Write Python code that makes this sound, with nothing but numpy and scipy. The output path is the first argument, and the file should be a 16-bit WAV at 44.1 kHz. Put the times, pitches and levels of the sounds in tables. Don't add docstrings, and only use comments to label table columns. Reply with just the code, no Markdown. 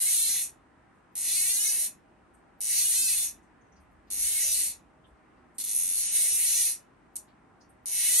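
import sys
import numpy as np
from scipy import signal
from scipy.fft import rfft, irfft, next_fast_len
from scipy.io import wavfile
from scipy.ndimage import uniform_filter1d

SR = 44100
rng = np.random.default_rng(int(sys.argv[2]) if len(sys.argv) > 2 else 0)


def dump(signal):
    limited = np.clip(np.atleast_2d(signal).T, -1, 1)
    pcm = np.round(limited * 32767).astype(np.int16)
    wavfile.write(sys.argv[1], SR, pcm)


def makeup_ratio(level_db):
    decades = np.asarray(level_db, float) / 20
    return 10 ** decades


N = 361606

# t/s, rate/(teeth per s)
SPOOL_SPEED = [
    [(0, 405), (.06, 413), (.11, 512), (.178, 445), (.25, 455), (.322, 394), (.345, 335), (.46, 215)],
    [(1.154, 75), (1.19, 105), (1.29, 315), (1.362, 359), (1.43, 372), (1.5, 396), (1.656, 434),
     (1.708, 417), (1.87, 220)],
    [(2.606, 80), (2.66, 150), (2.79, 392), (2.9, 432), (2.946, 514), (3.02, 523), (3.068, 518),
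     (3.122, 444), (3.3, 250)],
    [(4.103, 78), (4.14, 100), (4.26, 280), (4.4, 328), (4.514, 288), (4.67, 296), (4.71, 200)],
    [(5.661, 59), (5.725, 59), (5.765, 77), (5.805, 77), (5.84, 92), (5.93, 94), (6.0, 155)],
    [(6.012, 165), (6.08, 215), (6.152, 305)],
    [(6.162, 324), (6.216, 316), (6.26, 284), (6.376, 302), (6.432, 380), (6.48, 385), (6.59, 497),
     (6.68, 413), (6.74, 250)],
    [(7.858, 55), (7.95, 165), (8.0, 300), (8.12, 540), (8.17, 665), (8.19, 670)],
]
# t/s, level/dB
SINGLE_TEETH = [
    (5.583, -9.5),
    (5.599, -6),
    (5.61, -7),
    (5.639, -4.5),
    (7.1565, -11),
]
# strength/dB, low ring of the frame/dB, letting go/s, letting go/dB
TUGS = [
    (-31, -13.5, .07, -12.5),
    (-31.5, -12.5, 0.022, -8),
    (-31, -13.5, 0.08, -17),
    (-31, -14, 0.11, -7.5),
    (-29, -13.5, .03, 0),
    (-31.5, -12.5, 0.023, 3.5),
    (-30, -15, 0.09, -12.5),
    (-30.5, -12.5, .03, 4),
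]
HAND_SHAKE = [0, 0, 0, .015, 0, 0, .002, 0]
# f/Hz,
# level/dB
SNAP_COLOUR = [(500, -54), (1450, -44), (1900, -32.5), (3000, -28.5), (4200, -22.5), (5200, -21.5),
               (6000, -15.5), (7800, -12.5), (9000, -6), (10300, 1.5), (11500, -8.5), (12500, -17),
               (14100, -29), (15500, -21.5)]
# f/Hz, level over the snap/dB, time to fall 60 dB/s
FRAME_RINGS = [(625, 16, .08), (1980, 7, .04), (2160, 7, .04), (2600, 6, .04), (2930, 5, .045),
               (3530, 4, .04), (4090, 4, .03), (4360, 5, .035), (5620, 3, .035), (5920, 6, .025),
               (6450, 5, .03), (6730, 3, .025), (7150, 3, .03), (9040, 2, .03), (11050, 2, .025)]
# delay/ms, level/dB
ARRIVALS = [(0, -2), (1.5, -6), (2.5, -7), (3.7, -2), (5.1, -7), (6.8, -4), (7.6, -6), (9.2, -3),
            (10.2, -2), (11, -3), (13, -8), (18.5, -8)]
# f/Hz, time to fall 60 dB/s
ROOM_T60 = [(500, 0.6), (3000, 0.18), (6000, 0.18), (10000, 0.15), (14000, 0.15)]
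# delay/ms, level/dB
GLINT_PATH = [(0, -4), (2.5, 0), (5.1, -11), (8, -13)]
# t/s, open/(0-1)
ARM_GAP = [(4.8, .4), (5.55, .15), (5.66, .25), (5.7, .6), (5.76, .85), (5.9, .65), (6.1, .55), (6.7, .45),
           (7.1, .05), (7.9, .35)]
# f/Hz, level per Hz/dB
AIR_COLOUR = [(13, -46), (22, -17.5), (54, -5), (96, -8), (245, -1.5), (330, -2.5), (418, -10.5),
              (455, -11), (587, -12.5), (640, 0.5), (792, -9), (1410, -11.5), (1530, -26), (1740, -8),
              (3600, -45), (4680, -64), (7920, -120)]
# f/Hz, likeness/(0-1)
AIR_ALIKE = [(40, 0.79), (130, 0.96), (290, 0.53), (600, 0.36), (3000, 0.36)]
# f/Hz, width/Hz, level/dB
HUM = [(783, 14, -75), (625, 5, -76.5), (1025, 14, -78)]
# t/s, level/dB, length/s
RUMBLE = [(0, -68, 0.034), (.47, -71.5, 0.21), (1.798, -82, 0.075), (2.3, -79, 0.43), (3.263, -63, .18),
          (3.9, -61.5, 0.14), (4.24, -59, 0.11), (4.5, -61, 0.16), (4.8, -65, .08), (5.133, -66, .07),
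          (5.41, -67, 0.074), (5.88, -67, .13), (6.45, -79, 0.43), (7.74, -70, .1), (7.996, -66, 0.056)]
# f/Hz, level per Hz/dB
HISS_COLOUR = [(2000, -22), (3600, -5.5), (6000, -5.5), (9000, -4), (10300, -5.5), (11800, -20.5),
               (13000, -32.5), (15000, -52.5)]
# t/s, centre f/Hz, width/Hz, level/dB, length/s
RUSTLES = [(0.928, 9000, 4000, -83, 0.079), (2.335, 9200, 3500, -63.5, 0.013),
           (2.368, 8600, 3000, -78.5, 0.024), (3.415, 8000, 4000, -73, 0.03),
           (3.61, 6350, 917, -69, 0.0037), (3.66, 6000, 700, -72.5, 0.0055),
           (3.72, 6000, 700, -60.5, 0.0036), (3.756, 5430, 1800, -66, 0.022),
           (3.796, 9900, 2980, -74.5, 0.033), (3.906, 10700, 3000, -78, 0.014),
           (4.068, 4500, 3500, -70.5, .02), (5.167, 4800, 1500, -81, 0.0072), (5.37, 4800, 1500, -78, .008),
           (5.036, 3160, 796, -62.5, 0.016), (5.057, 9400, 3000, -76, 0.046),
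           (5.54, 9200, 3500, -65.5, 0.019), (7.27, 2970, 3030, -70, 0.03),
           (7.58, 9800, 2950, -80.5, 0.069), (7.602, 5470, 2000, -60.5, 0.014),
           (7.69, 9800, 2480, -62, 0.011)]
# from f/Hz, to f/Hz, kept within level of their loud frames/dB
MUTED_BANDS = [(11900, 12400, 17), (12400, 12800, 9), (12800, 13150, 3), (13150, 13500, -1),
               (13500, 14400, -9), (14400, 14800, -1.5), (14800, 15200, 1), (15200, 15800, 2.5),
               (15800, 17000, -4)]
# t/s, length/s, above f/Hz
TREBLE_LOST = [
    (5.73, .24, 12600),
    (6.03, .08, 11500),
    (6.075, .04, 10300),
    (6.27, .07, 12400),
    (6.295, .03, 11400),
]
# handover f/Hz, in-step f/Hz, right leads/ms
PORT = (7900, 8600, .305)

TOOTH_LOW_DB = -24.5
FAST_PER_S = 400
SPEED_DB_PER_OCTAVE, REACH_DB_PER_S = 2.5, -2
LOW_DB_PER_OCTAVE, LOW_FULL_PER_S, LOW_LET_GO = 2.5, 480, 0.2
START_DB, START_S, FROM_REST_PER_S = -1, 0.035, 85
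WOBBLE_S, WOBBLE_MOST, CALM_PER_S = .006, .045, .55
SLACK_WOBBLE = .03
ROOM_DB, POSES_PER_S = -1, 4.5
AIR_DB, HISS_DB, RUMBLE_REST_DB = -60.5, -82.5, -78.5
TOP_HZ = 15900


def on_log(table, hz):
    f, v = np.transpose(table)
    return np.interp(np.log(np.maximum(hz, 1)), np.log(f), v)


def causal(table, size=1024):
    cep = irfft(np.log(makeup_ratio(on_log(table, np.fft.rfftfreq(size, 1 / SR)))))
    cep[1:size // 2] *= 2
    cep[size // 2 + 1:] = 0
    return irfft(np.exp(rfft(cep)))


def level(x, db):
    return x * makeup_ratio(db) / np.sqrt(np.mean(x ** 2))


def walk(rate):
    k = int(SR / rate)
    held = np.repeat(rng.standard_normal(N // k + 1), k)
    return 1.30 * uniform_filter1d(uniform_filter1d(held, k), k)[:N]


def band(x, hz, width_hz, order=2):
    edges = [max(hz - width_hz / 2, 10), hz + width_hz / 2]
    return signal.sosfilt(signal.butter(order, edges, "bandpass", fs=SR, output="sos"), x)


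def impulses(s, size, count=12):
    at = s[:, None] * SR
    taps = np.floor(at) + np.arange(-count, count + 1)
    window = np.cos(np.pi * (taps - at) / (2 * count + 2)) ** 2
    out = np.zeros(N + 4 * count)
    np.add.at(out, (taps + count).astype(int), size[:, None] * np.sinc(taps - at) * window)
    return out[count:N + count]


def pawl(scatter_db=.5, slip_s=.0003, slip=.2, skid_hz=5500, loose_s=13e-6, count=7):
    s, blow_db = np.transpose(SINGLE_TEETH)
    s, size, low = [s], [makeup_ratio(blow_db)], [makeup_ratio(np.full(len(s), TOOTH_LOW_DB))]
    for spool, shake, (tug_db, ring_db, go_s, go_db) in zip(SPOOL_SPEED, HAND_SHAKE, TUGS):
        at, rate = np.transpose(spool)
        t = np.arange(at[0], min(at[-1] + .01, (N - 1) / SR), 1 / SR)
        teeth = np.cumsum(np.interp(t, at, rate)) / SR
        hit = np.interp(np.arange(int(teeth[-1]) + 1), teeth, t)
        per_s = np.interp(hit, at, rate)
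        chance = rng.standard_normal((3, len(hit)))

        going_db = go_db * np.clip(1 - (at[-1] - hit) / go_s, 0, 2) ** 2
        level_db = tug_db + SPEED_DB_PER_OCTAVE * np.log2(per_s / FAST_PER_S)
        level_db += REACH_DB_PER_S * (hit - at.mean()) + going_db
        level_db += START_DB * np.exp(-(hit - at[0]) / START_S) * (rate[0] < FROM_REST_PER_S)
        size.append(makeup_ratio(level_db + scatter_db * chance[1]) * np.sqrt(SR / per_s))
        slow_db = LOW_DB_PER_OCTAVE * np.minimum(np.log2(per_s / LOW_FULL_PER_S), 0)
        low.append(makeup_ratio(ring_db + slow_db + LOW_LET_GO * going_db))

        change = np.abs(np.gradient(np.log(per_s), hit))
        wobble = shake + SLACK_WOBBLE * (1 - per_s / rate.max())
        wobble = np.minimum(wobble + WOBBLE_S * np.maximum(change - CALM_PER_S, 0), WOBBLE_MOST)
        jerk = count ** 1.5 * uniform_filter1d(uniform_filter1d(chance[0], count), count)
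        ease_in = np.interp(hit - hit[0], [0, .03], [0, 1])
        late = ease_in * uniform_filter1d(wobble, count) * jerk / per_s + loose_s * chance[2]
        s.append(np.clip(hit + late, at[0], (N - 1) / SR))
    s, size, low = map(np.concatenate, (s, size, low))
    skid = np.exp(-np.arange(100) / SR / slip_s)
    bright = impulses(s, size)
    high = signal.butter(4, skid_hz, "high", fs=SR, output="sos")
    scrape = signal.sosfilt(high, rng.standard_normal(N))
    skids = signal.fftconvolve(np.abs(bright), skid / np.linalg.norm(skid))[:N]
    return bright + slip * scrape * skids, impulses(s, size * low)


def reel(split_hz=4000, low_db=22, trim_db=2.5):
    t = np.arange(4096) / SR
    ring = (t == 0).astype(float)
    for hz, db, t60 in FRAME_RINGS:
        decay = np.log(1000) / t60
        ring += makeup_ratio(db) * 2 * decay / SR * np.exp(-decay * t) * np.cos(2 * np.pi * hz * t)
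    body = signal.fftconvolve(ring, causal(SNAP_COLOUR))
    bright, low = pawl()
    high = signal.butter(2, split_hz, "high", fs=SR, output="sos")
    bottom = signal.butter(2, split_hz, "low", fs=SR, output="sos")
    drive = makeup_ratio(low_db) * signal.sosfilt(bottom, low) - signal.sosfilt(high, bright)
    return makeup_ratio(trim_db) * signal.fftconvolve(drive, body / np.linalg.norm(body))[:N]


def grip(x, swing_db=2.5, rate=18):
    change = 0
    for hz in 2000 * 1.32 ** np.arange(6):
        change = change + (makeup_ratio(swing_db * walk(rate)) - 1) * band(x, hz, .2 * hz, order=1)
    return x + change


def room(build_s=.012, alike=.5, spread_ms=.08, pose_db=1.5):
    t = np.arange(SR // 2) / SR
    noise = rng.standard_normal((3, len(t)))
    noise = np.sqrt(alike) * noise[0] + np.sqrt(1 - alike) * noise[1:]
    tail = 0
    for hz in 400 * 2 ** np.arange(0, 5.6, .5):
        tail = tail + band(noise, hz, 0.3 * hz) * np.exp(-np.log(1000) * t / on_log(ROOM_T60, hz))
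    tail = tail * (1 - np.exp(-t / build_s))
    ms, db = np.transpose(ARRIVALS)
    chance = rng.standard_normal((len(ms), 3))
    size = makeup_ratio(db + pose_db * chance[:, 2])
    first = np.array([impulses((1 + ms + spread_ms * chance[:, side]) / 1000, size)[:len(t)] for side in (0, 1)])
    return first / np.linalg.norm(first[0]) + makeup_ratio(ROOM_DB) * tail / np.linalg.norm(tail[0])


def glint(dry, hz=10400, width_hz=2000, db=7):
    gap = np.interp(np.arange(N) / SR, *np.transpose(ARM_GAP))
    ms, arrival_db = np.transpose(GLINT_PATH)
    path = impulses((1 + ms) / 1000, makeup_ratio(arrival_db))[:1024]
    return makeup_ratio(db) * signal.fftconvolve(band(dry * gap ** 2, hz, width_hz), path)[:N]


def air():
    out = 0
    for hz in 26 * 2 ** np.arange(0, 7.3, .5):
        mid, side = band(rng.standard_normal((2, N)), hz, 0.44 * hz)
        alike = np.clip(on_log(AIR_ALIKE, hz), 0, 1)
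        flicker_db = 1.1 * walk(7)
        sides = np.sqrt(1 + alike) * mid + np.sqrt(1 - alike) * side * np.array([[1], [-1]])
        out = out + makeup_ratio(on_log(AIR_COLOUR, hz) + flicker_db) * sides
    hum = sum(level(band(rng.standard_normal((2, N)), hz, width_hz), db) for hz, width_hz, db in HUM)
    t = np.arange(N) / SR
    swell = makeup_ratio(RUMBLE_REST_DB) + sum(makeup_ratio(db) * np.exp(-((t - s) / length) ** 2) for s, db, length in RUMBLE)
    shared = rng.standard_normal(N) + 0.23 * rng.standard_normal((2, N))
    rumble = level(band(shared, 60, 30, order=3), -1.4) * swell
    hiss = signal.fftconvolve(rng.standard_normal((2, N)), causal(HISS_COLOUR)[None])[:, :N]
    return level(out, AIR_DB) + rumble + hum + level(hiss, HISS_DB)


def rustles():
    out, t = np.zeros(N), np.arange(8192) / SR
    for s, hz, width_hz, db, length in RUSTLES:
        grain = np.exp(0.23 * np.repeat(rng.standard_normal(128), 64))
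        grit = rng.standard_normal(8192) * grain
        puff = np.minimum(t / (.15 * length), 1) * np.exp(-(t / length) ** 2)
        i = int(s * SR)
        out[i:i + 8192] += level(band(grit, hz, width_hz, order=3), db) * puff
    return out


def scene(count=4):
    early = int(SR / 1000)
    dry = np.append(grip(reel())[early:], np.zeros(early)) + rustles()
    sway = np.arange(N) / SR * POSES_PER_S
    wet = glint(dry) + air()
    for pose in range(count):
        near = np.clip(1 - np.abs((sway - pose + count / 2) % count - count / 2), 0, 1)
        wet = wet + signal.fftconvolve(dry[None] * np.sin(near * np.pi / 2), room())[:, :N]
    return wet


def mute(x, whim_db=2.6, size=2048):
    hz, s, spec = signal.stft(x, SR, "cosine", size)
    keep = np.ones(spec.shape[1:])
    for lo, hi, within_db in MUTED_BANDS:
        rows = (hz >= lo) & (hz < hi)
        db = 10 * np.log10(np.mean(np.abs(spec[:, rows]) ** 2, axis=(0, 1)) + 1e-18)
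        whim = whim_db * uniform_filter1d(rng.standard_normal(len(db)), size=2) * np.sqrt(2)
        keep[rows] = db + whim > np.percentile(db, 85) - within_db
    for at, length, above_hz in TREBLE_LOST:
        keep[np.ix_(hz > above_hz, (s > at) & (s < at + length))] = 0
    return signal.istft(spec * keep, SR, "cosine", size)[1][:, :N]


def low_pass(x):
    return signal.sosfilt(signal.butter(12, 17130, fs=SR, output="sos"), x)


def record(dry):
    handover_hz, step_hz, lead_ms = PORT
    size = next_fast_len(N)
    hz, spec = np.fft.rfftfreq(size, 1 / SR), rfft(dry, size)
    share = 1 / (1 + (handover_hz / np.maximum(hz, 1)) ** 14)
    turn = np.exp(1j * np.pi * (hz - step_hz) * lead_ms / 1000 * np.array([[-1], [1]]))
    top_cut = np.clip((TOP_HZ - hz) / 300, 0, 1) ** 2
    spec = ((1 - share) * spec + share * turn * spec[0]) * top_cut
    mix = mute(irfft(spec, size)[:, :N])
    return low_pass(mix)


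dry = scene()
out = record(dry)
dump(out)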